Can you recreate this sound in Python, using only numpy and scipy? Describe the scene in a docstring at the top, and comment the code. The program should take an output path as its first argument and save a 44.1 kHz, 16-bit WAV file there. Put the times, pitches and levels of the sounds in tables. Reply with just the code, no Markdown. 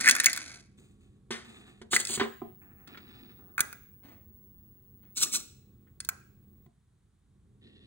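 """Metal pin backs in a tilting funnel

Small metal pin backs rattle in a printed plastic funnel that little servo motors tilt along a track.
The pins click, knock the funnel wall and slide in a heap, and a finger stirs them. Gears tick, and the
base bumps and scuffs. All is heard close by, in a quiet room with a rumble and a thin whine."""
import sys
import numpy as np
from scipy import signal
from scipy.fft import rfft, irfft, next_fast_len
from scipy.io import wavfile
from scipy.ndimage import map_coordinates

SR = 44100
rng = np.random.default_rng(int(sys.argv[2]) if len(sys.argv) > 2 else 0)


def transcribe(u):
    """Save the signal u as a 16-bit wav file named by the first command-line argument.

    u: samples, shape (n,) or (channels, n), limited to [-1, 1]; the rate is SR.
    q: integer samples, one column per channel.
    """
    v = np.clip(np.atleast_2d(u).T, -1, 1)
    q = np.round(v * 32767).astype(np.int16)
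    wavfile.write(sys.argv[1], SR, q)


N = 347011

# The tones a struck pin, funnel and base ring with: f/Hz, level/dB, t60/s (time to fade by 60 dB)
PIN_TONES = [(2594, -9.5, 0.075), (3450, -14, 0.044), (3498, -7.5, .03), (4230, -11, 0.02), (5016, -6, .03),
             (5576, -23, .02), (6783, -0.5, 0.078), (7100, -1, 0.021), (7700, -12, 0.1),
             (7840, -5.5, 0.045), (8120, -2.5, .028), (8540, -8.5, 0.044), (8900, 0.5, 0.029),
             (9900, -2.5, 0.042), (11000, -6.5, 0.011), (14086, -10, 0.011), (15150, -8.5, 0.012)]
FUNNEL_TONES = [(990, -24, 0.013), (1373, -1, 0.048), (1548, 2.5, 0.055), (1632, -3, 0.15),
                (1986, -7.5, 0.25), (2180, 11, 0.017), (2560, -2.5, 0.026)]
BASE_TONES = [(154, -7, .1), (228.7, -2.5, 0.26), (379, 5, 0.065), (420, -11, 0.061), (724.8, -4, 0.035),
              (1014, -6.5, 0.039), (1300, -11.5, 0.027)]
# Noise colours (how strong each pitch is): f/Hz, level/dB
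CRACK_COLOUR = [(1500, -24.5), (3000, -9), (4000, 3.5), (6000, 3), (9500, -8), (11000, -4), (12200, -20.5),
                (17000, -41)]  # a pin hitting something
SLIDE_COLOUR = [(400, -20), (1000, -20.5), (2000, -16.5), (3500, -7.5), (4700, -6), (5300, -21.5),
                (6500, -4), (8300, -1.5), (9800, -9.5), (11500, -25), (12700, -30), (14800, -9.5),
                (16500, -28.5)]  # bright sliding over plastic
RUB_COLOUR = [(120, -10.5), (250, 10.5), (450, -7), (750, -4.5), (1100, -9.5), (1900, -5), (3500, -14),
              (5000, -18), (8000, -25), (11000, -32), (13000, -40)]  # soft rubbing on plastic
RUSH_COLOUR = [(80, -24.5), (150, -6), (220, 1), (280, -5.5), (390, -5.5), (460, -12.5), (600, -28),
               (900, -37.5), (1500, -59.5), (3000, -100)]  # a low rush, in the room or the base

SIDES = np.array([[.5], [-.5]])  # splits a difference between left and right
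SURGE_T60_S = .06  # how fast a sliding heap jams


def amp(db):
    """Turn decibels into a number to multiply by."""
    return 10 ** (np.asarray(db) / 20)


def unit(x):
    """Scale a sound to an average strength (rms) of 1."""
    return x / np.sqrt(np.mean(x ** 2) + 1e-20)


def unit_start(x, samples):
    """Scale a sound so that its first samples have an average strength of 1."""
    return x / np.sqrt(np.mean(x[:samples] ** 2) + 1e-20)


def along(points, hz):
    """Read between (f/Hz, value) points, with octaves evenly spaced."""
    f, v = np.transpose(points)
    return np.interp(np.log(hz + 1), np.log(f + 1), v)


def wobble(rate):
    """A smooth random curve through `rate` new values a second."""
    return map_coordinates(rng.standard_normal(int(N * rate / SR) + 4), [np.arange(N) * rate / SR])


def filtered(x, response):
    """Multiply each frequency in a sound by response(hz)."""
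    n = x.shape[-1]
    padded = next_fast_len(n + 8192)
    return irfft(rfft(x, padded) * response(np.fft.rfftfreq(padded, 1 / SR)), padded)[..., :n]


def coloured(x, colour):
    """Give a sound a colour and an average strength of 1."""
    return unit(filtered(x, lambda hz: amp(along(colour, hz))))


def fade(t, t60):
    """Die away by 60 dB every t60 seconds."""
    return np.exp(-np.log(1000) * t / t60)


def swell(start, length, rise, t60):
    """A loudness curve that rises, holds until start + length and dies away."""
    t = np.arange(N) / SR - start
    return np.clip(t / rise, 0, 1) ** 2 * fade(np.maximum(t - length, 0), t60)


def swells(rows, rise, t60):
    """Join rows of (t/s, length/s, level/dB) into one loudness curve."""
    return np.sqrt(sum((amp(db) * swell(start, length, rise, t60)) ** 2 for start, length, db in rows))


def add(track, start, sound):
    """Mix a sound in, `start` seconds into the track."""
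    i = max(round(start * SR), 0)
    track[i:i + len(sound)] += sound[:N - i]


def grains(rate, spread_db):
    """Tiny hits of random size at random times, about `rate` a second."""
    hits = rng.random(N) < rate / SR
    return hits * amp(spread_db * np.clip(rng.standard_normal(N), -2, 2)) * rng.choice([-1, 1], N)


def ring(tones, t, spread_db, detune=0.):
    """Each strike lands on a new spot, so the fading tones vary in strength; detune varies their pitch."""
    hz, db, t60 = np.transpose(tones)[:, :, None]
    size, sign, shift = rng.standard_normal((3, len(tones), 1))
    waves = np.sin(2 * np.pi * hz * (1 + detune * shift) * t)
    return np.sum(np.sign(sign) * amp(db + spread_db * size) * fade(t, t60) * waves, 0)


def resonances(peaks, hz):
    """How a hollow body passes sound: best near its own pitches."""
    return sum((-1) ** k * amp(db) * 1j * hz * width / (centre ** 2 - hz ** 2 + 1j * hz * width)
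               for k, (centre, width, db) in enumerate(peaks))


def background():
    """The room rumbles, hums and hisses faintly; the low sounds dip briefly near the end."""
    # Colours of the deep rumble and the airy hiss, then the tones of the hum: f/Hz, level/dB
    rumble_colour = [(15, -42.5), (30, -18), (45, -3.5), (85, -1.5), (130, -2), (180, -10.5), (300, -40.5),
                     (600, -92)]
    hiss_colour = [(500, -6), (1100, -4), (1600, -5.5), (2800, -13), (3700, -8.5), (5200, -16.5),
                   (8000, -10), (10500, -13), (12500, -29.5), (15000, -24), (16500, -27)]
    hum_tones = [(84, -69.5), (121, -72.5), (200, -68.5), (760, -95), (1120, -92)]

    def noise(apart):
        """Left and right noise; a small `apart` makes them nearly alike."""
        return rng.standard_normal(N) + apart * rng.standard_normal((2, N))

    t = np.arange(N) / SR
    lull = swell(6.66, length=.55, rise=.05, t60=1.5)
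    rumble_level, rush_level = amp(-62 - 5 * lull), amp(-66.5 - 13 * lull)
    hum = sum(amp(db) * np.sqrt(2) * np.sin(2 * np.pi * hz * t + .78 * wobble(4.5))
              for hz, db in hum_tones)
    rumble = rumble_level * coloured(noise(apart=.2), rumble_colour)
    rush = rush_level * coloured(noise(apart=.12), RUSH_COLOUR)
    hiss = amp(-81.5) * coloured(noise(apart=1), hiss_colour)
    return rumble + rush + hum * unit(rush_level) + hiss


def whine():
    """A thin, very high tone wavers inside a narrow hiss; it starts and stops abruptly."""
    # How loud the whine is over time: t/s, level/dB
    loudness = [(2.05, -62), (2.07, -58.5), (3.15, -62), (3.54, -57.5), (4.92, -62.5), (5.37, -51.5),
                (5.53, -70), (5.77, -72), (6.47, -71), (6.55, -67.5)]
    t = np.arange(N) / SR
    tone = np.sqrt(2) * np.sin(2 * np.pi * 15652 * t + .7 * wobble(25))
    hiss = unit(filtered(rng.standard_normal(N), lambda hz: np.exp(-((hz - 15550) / 200) ** 2)))
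    level = amp(np.interp(t, *np.transpose(loudness))) * swell(1.9, length=4.76, rise=.02, t60=.05)
    return level * (amp(-.5) * tone * amp(1.3 * wobble(12)) + amp(-4.5) * hiss)


def servos():
    """Gear teeth tick unevenly through the motor housing while plastic rubs and the base drones."""
    # Motor moves (slow ones are dull): t/s, length/s, gears/dB, rubbing/dB, drone/dB, brightness/Hz
    moves = [(0.77, 0.087, -73.5, -73, -68, 5400), (0.996, 0.086, -82.5, -87, -82, 5323),
             (1.438, 0.24, -59.5, -68, -60.5, 4880), (2.602, 0.29, -68.5, -87, -67.5, 2600),
             (2.865, 0.43, -61.5, -83.5, -60.5, 5900), (3.38, 0.32, -72.5, -95, -65, 1600),
             (7.608, 0.32, -66, -95, -64, 5940)]
    # Pitches that a housing strengthens: f/Hz, width/Hz, level/dB
    main_housing = [(746, 130, -7.5), (1290, 230, -5), (1780, 260, -1.5), (2088, 380, -5), (2550, 280, -1),
                    (3514, 100, 1.5), (3760, 230, -2), (4450, 1700, -11.5)]  # the servo under the funnel
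    last_housing = [(1200, 230, -25), (1860, 70, 6.5), (2670, 210, 1.5), (3500, 330, 5.5), (4200, 160, 1),
                    (4560, 220, -6)]  # the servo that starts last
    out, t = np.zeros(N), np.arange(N) / SR
    teeth = grains(rate=720, spread_db=1)
    slips = coloured(grains(rate=2700, spread_db=4.5), SLIDE_COLOUR)
    drone = coloured(rng.standard_normal(N), RUSH_COLOUR)
    for k, (start, length, gears_db, rub_db, drone_db, bright_hz) in enumerate(moves):
        housing = last_housing if k == len(moves) - 1 else main_housing
        ticks = filtered(teeth, lambda hz: resonances(housing, hz))
        gears = unit(filtered(ticks, lambda hz: 1 / (1 + (hz / bright_hz) ** 8)))
        jolt = amp(5.5 * np.exp(-np.abs(t - start) / .04))  # louder while taking up the load
        level = swell(start, length, rise=.013, t60=.58) * jolt
        out += level * (amp(gears_db) * gears + amp(rub_db) * slips + amp(drone_db) * drone)
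    return out * amp(1.5 * wobble(32))


def rubs():
    """Soft rubbing on the plastic is made of many tiny slips."""
    # The funnel settles, then the finger arrives: t/s, length/s, level/dB
    drags = [(4.015, 0.097, -57.5), (5.01, 0.017, -64.5)]
    return swells(drags, rise=.027, t60=.39) * coloured(grains(rate=2600, spread_db=2.5), RUB_COLOUR)


def bumps():
    """Each bump is a short scuff and a quick run of small contacts that sets the base thudding."""
    # Bumps and scuffs, mostly from the carriage; the last is a faint handling tap as the whine stops:
    # t/s, thud/dB, scuff/dB, scuff t60/s, brightness/Hz
    hits = [(1.306, -37, -36, 0.31, 14180), (1.815, -47.5, -51.5, 0.07, 12000),
            (1.931, -37.5, -23, 0.074, 7200), (2.097, -41.5, -69, 0.047, 2000),
            (2.175, -37, -41, 0.087, 4070), (2.197, -32.5, -27.5, 0.17, 4520),
            (2.212, -26.5, -38, 0.081, 1500), (2.418, -37.5, -53.5, 0.04, 900),
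            (2.874, -64, -50.5, 0.037, 14160), (2.946, -72, -49, 0.073, 2490),
            (2.973, -63, -47, 0.068, 5230), (5.869, -82, -69.5, 0.12, 2800),
            (6.661, -64, -71, 0.035, 12100)]
    # Colour of the scuff: f/Hz, level/dB
    scuff_colour = [(300, -17), (800, -12.5), (1400, -1), (1900, 3.5), (2500, -5), (3400, -2), (5000, -8.5),
                    (8000, -12.5), (11000, -16), (12500, -30), (15000, -32)]
    out, t = np.zeros(N), np.arange(SR // 3) / SR
    for start, thud_db, scuff_db, t60, bright_hz in hits:
        push = rng.standard_normal(len(t)) * fade(t, .026)
        base = ring(BASE_TONES, t, spread_db=1.5, detune=.005)
        shudder = unit_start(signal.fftconvolve(push, base)[:len(t)], 800)
        strike = unit_start(base * (1 - np.exp(-t / .00041)), 800)
        thud = unit_start(strike + amp(2) * shudder, 800)
        noise = filtered(rng.standard_normal(len(t)),
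                         lambda hz: amp(along(scuff_colour, hz)) / (1 + (hz / bright_hz) ** 4))
        scuff = unit_start(noise * fade(t, t60) * (1 - np.exp(-t / .001)), 300)
        add(out, start, amp(thud_db) * thud + amp(scuff_db) * scuff)
    return out


def clinks(spans, rate, centre_hz, octaves, t60):
    """Moving pins clink at random, each at its own pitch, from the first span to just past the last."""
    out, t = np.zeros(N), np.arange(SR // 25) / SR
    last_start, last_length = spans[-1][:2]
    start, end = spans[0][0], last_start + last_length + SURGE_T60_S
    for when, pitch, softness in rng.random((int(rate * (end - start)), 3)):
        hz = centre_hz * 2 ** (octaves * (2 * pitch - 1))
        clink = np.sin(2 * np.pi * hz * t) * fade(t, t60) * (1 - np.exp(-t * hz / 2))
        add(out, start + when * (end - start), amp(-10 * softness) * clink)
    return out


def slides():
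    """Sliding pins chatter over ridged plastic: tiny hits ring the metal, and rims catch with a clink."""
    # Surges of the heap: t/s, length/s, level/dB
    tips = [(1.902, 0.056, -26.5), (1.973, 0.032, -31.5), (2.065, 0.054, -34), (2.111, 0.046, -30.5)]  # the funnel tips
    stirs = [(5.149, 0.067, -33), (5.201, .036, -23), (5.31, .05, -26.5)]  # the finger pushes through
    # Colour of the stirred pins: f/Hz, level/dB
    stir_colour = [(500, -30.5), (1000, -24.5), (1450, -18.5), (1850, -24), (2500, -8), (3200, -15),
                   (4000, 0), (4700, -12.5), (5600, 0), (6500, -6), (8100, 1), (9300, -9), (11300, -8),
                   (12700, -29), (14500, -2.5), (16500, -30)]
    out = np.zeros(N)
    metal = ring(PIN_TONES, np.arange(SR // 20) / SR, spread_db=1)
    for surges, colour in ((tips, SLIDE_COLOUR), (stirs, stir_colour)):
        chatter = coloured(grains(rate=3200, spread_db=2.5), colour)
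        ringing = unit(signal.oaconvolve(chatter, metal)[:N])
        catches = clinks(surges, rate=260, centre_hz=2800, octaves=1.3, t60=.028)
        trickle = swells(surges, rise=.028, t60=.35)  # stray pins run on after each surge
        flow = swells(surges, rise=.028, t60=SURGE_T60_S) + amp(-11.5) * trickle
        out += flow * (amp(-2) * chatter + amp(-10.5) * ringing + amp(-4) * catches)
        # the shifting weight rumbles in the base
        out += amp(-27.5) * trickle * coloured(rng.standard_normal(N), RUSH_COLOUR)
    return out * amp(1.5 * wobble(110))


def jostle():
    """Between the first loud clicks the shaken pins touch each other, tap the wall and scrape over it."""
    shake_s, calm_db_per_s = .55, 28
    t = np.arange(SR // 16) / SR
    touches = grains(rate=600, spread_db=4.5)
    metal = unit(signal.oaconvolve(touches, ring(PIN_TONES, t, spread_db=1))[:N])
    wall = unit(signal.oaconvolve(touches, ring(FUNNEL_TONES, t, spread_db=1))[:N])
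    taps = clinks([(0, shake_s)], rate=260, centre_hz=1800, octaves=.45, t60=.02)
    scrape = amp(-3) * coloured(touches, CRACK_COLOUR) + amp(-12) * coloured(touches, RUB_COLOUR)
    level = amp(-35.5 - calm_db_per_s * np.arange(N) / SR) * swell(0, shake_s, rise=.0023, t60=.37)
    return level * (amp(-8) * metal + amp(-5) * wall + amp(7.5) * taps + scrape)


def pin_contacts():
    """A pin lands on one rim and slaps down more softly on the other a moment later."""
    # Pins landing in the funnel: t/s, metal ring/dB, sharp snap/dB, wall knock/dB, wall pitch/Hz
    landings = [(0.01, -25.5, -35, -30, 1830), (0.044, -35.5, -49.5, -23.5, 2000),
                (0.0581, -28.5, -38, -19.5, 1980), (0.0688, -31, -39.5, -16.5, 1790),
                (0.0762, -20.5, -31.5, -11, 1780), (0.0868, -16.5, -23, -10.5, 2010),
                (0.095, -13.5, -24, -21, 1650), (0.1101, -14, -23.5, -30, 1730),
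                (0.151, -24.5, -37, -28.5, 1510), (0.164, -32, -31.5, -26, 1610),
                (0.185, -42, -52.5, -32, 1694), (0.1999, -18.5, -32.5, -21, 1850),
                (0.2362, -33, -37, -30.5, 1816), (0.2432, -23, -25, -29, 1744),
                (0.259, -11, -19.5, -24.5, 1869), (0.2662, -28.5, -33, -14, 2172),
                (0.283, -39.5, -50, -26.5, 1998), (0.297, -31, -36, -40.5, 2130),
                (0.3305, -26, -31, -36, 1930), (0.3626, -35, -38, -41.5, 1820),
                (0.3746, -31.5, -37, -31.5, 1562), (1.9632, -23.5, -27.5, -15.5, 1964),
                (2.051, -29, -42, -54, 2210), (2.071, -30.5, -51, -64, 1740),
                (3.58, -37.5, -34.5, -22.5, 1527), (3.593, -37, -40, -26, 1390),
                (3.6056, -21.5, -16, -25, 1650), (3.728, -47.5, -40.5, -44, 1500),
                (6.003, -32, -57, -43.5, 1640), (6.048, -41.5, -46, -59, 1554),
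                (6.0894, -31, -21, -29.5, 1474)]
    delays = .0035 * (1 + .2 * rng.uniform(-1, 1, len(landings)))
    for (start, ring_db, snap_db, knock_db, wall_hz), delay in zip(landings, delays):
        yield start, ring_db, snap_db, knock_db, wall_hz
        yield start + delay, ring_db - 12, snap_db - 12, knock_db - 7, wall_hz


def wall_knock(t, wall_hz):
    """The struck patch of wall swings briefly, the whole funnel rings on and the base shakes a little."""
    overtone = amp(-9) * np.sin(2 * np.pi * 2420 * t)
    give = 1 - np.exp(-(t / .0008) ** 2)  # the plastic gives way, so the knock starts softly
    patch = unit_start((np.sin(2 * np.pi * wall_hz * t) + overtone) * fade(t, .012) * give, 150)
    funnel = unit_start(ring(FUNNEL_TONES, t, spread_db=3, detune=.008) * give, 150)
    base = unit_start(ring(BASE_TONES, t, spread_db=2.5) * give, 600)
    return unit_start(patch + amp(-10) * funnel, 150) + amp(-40.5) * base


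def pin_clicks():
    """Each contact makes a sharp burst of noise, rings the pin and knocks the funnel wall."""
    # Colour of metal edge snapping on metal edge: f/Hz, level/dB
    snap_colour = [(6000, -21), (10500, -2.5), (12700, -18), (14500, 4), (15800, -2.5), (17000, -21)]
    out, t = np.zeros(N), np.arange(SR // 12) / SR
    damping = fade(t, .024) + .18  # neighbours in the heap soon muffle most of the ring
    for start, ring_db, snap_db, knock_db, wall_hz in pin_contacts():
        crack = unit_start(coloured(rng.standard_normal(len(t)), CRACK_COLOUR) * fade(t, .012), 130)
        snap = unit_start(coloured(rng.standard_normal(len(t)), snap_colour) * fade(t, .0054), 130)
        metal = unit_start(ring(PIN_TONES, t, spread_db=5, detune=.015) * damping, 130)
        tick = unit_start((metal + crack) * (1 - np.exp(-t / .00064)), 130)
        add(out, start, amp(ring_db) * tick + amp(snap_db) * snap + amp(knock_db) * wall_knock(t, wall_hz))
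    return out


def early_echoes(x):
    """Sound bounces off the funnel and the desk, each echo arriving from its own side."""
    # Echoes: delay/s, level/dB, head start on the left/s
    echoes = [(.0009, -12.5, .00003), (.0021, -11, -0.0037), (.0034, -9.5, .00024), (.0052, -10, -0.0049)]
    return filtered(x, lambda hz: sum(amp(db) * np.exp(-2j * np.pi * hz * (delay - lead * SIDES))
                                      for delay, db, lead in echoes))


def room(x):
    """The walls answer with a smooth tail of echoes; the highest treble dies first."""
    # How long the room rings: f/Hz, t60/s
    ring_times = [(200, .26), (1000, 0.31), (2500, 0.64), (8000, 0.48), (11000, 0.38), (15000, 0.11)]
    # Colour of the tail: f/Hz, level/dB
    tail_colour = [(100, -2.5), (600, 18.5), (2000, -5.5), (8500, -8), (11000, -11.5), (13000, -11.5),
                   (16000, -8)]
    hz, t, bands = signal.stft(rng.standard_normal((2, SR)), SR, nperseg=256)
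    bands = bands * fade(t, along(ring_times, hz)[:, None]) * amp(along(tail_colour, hz))[:, None]
    tail = signal.istft(bands, SR, nperseg=256)[1]
    tail *= 1 - np.exp(-np.arange(tail.shape[1]) / SR / .011)  # echoes take a moment to build up
    return signal.fftconvolve(x[None], tail / np.linalg.norm(tail[0]), axes=1)[:, :N]


def placed(x, left_lead_s):
    """A sound reaches the nearer side a little sooner."""
    return filtered(x, lambda hz: np.exp(2j * np.pi * hz * left_lead_s * SIDES))


def scene():
    """The machine stands close by: the funnel a little to the left, the servos to the right."""
    parts = np.array([pin_clicks() + jostle() + slides() + bumps() + rubs(), servos()])
    # such small parts give off almost no bass
    funnel, motors = filtered(parts, lambda hz: (1j * hz / (1j * hz + 70)) ** 2)
    machine = funnel + motors
    direct = placed(funnel + whine(), left_lead_s=.00012) + placed(motors, left_lead_s=-.00013)
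    return direct + amp(-4.5) * early_echoes(machine) + amp(-14) * room(machine) + background()


def record(dry):
    """The right microphone hears more of the lower middle pitches; both lose the very top treble."""
    # How much louder the left side is: f/Hz, level/dB
    left_louder = [(60, -1), (150, -0.5), (350, -4), (1300, -2), (2300, 0.5), (4000, 0)]
    # How far the left wave runs ahead: f/Hz, phase/rad
    left_ahead = [(100, -0.2), (400, -.9), (1850, -0.11), (3900, -1.05), (8000, -.25), (15600, -0.4)]
    top_hz = 16100
    balance = lambda hz: amp(along(left_louder, hz) * SIDES)
    phase = lambda hz: np.exp(1j * along(left_ahead, hz) * SIDES)
    return filtered(dry, lambda hz: balance(hz) * phase(hz) / (1 + (hz / top_hz) ** 90))


dry = scene()
out = record(dry)
transcribe(out)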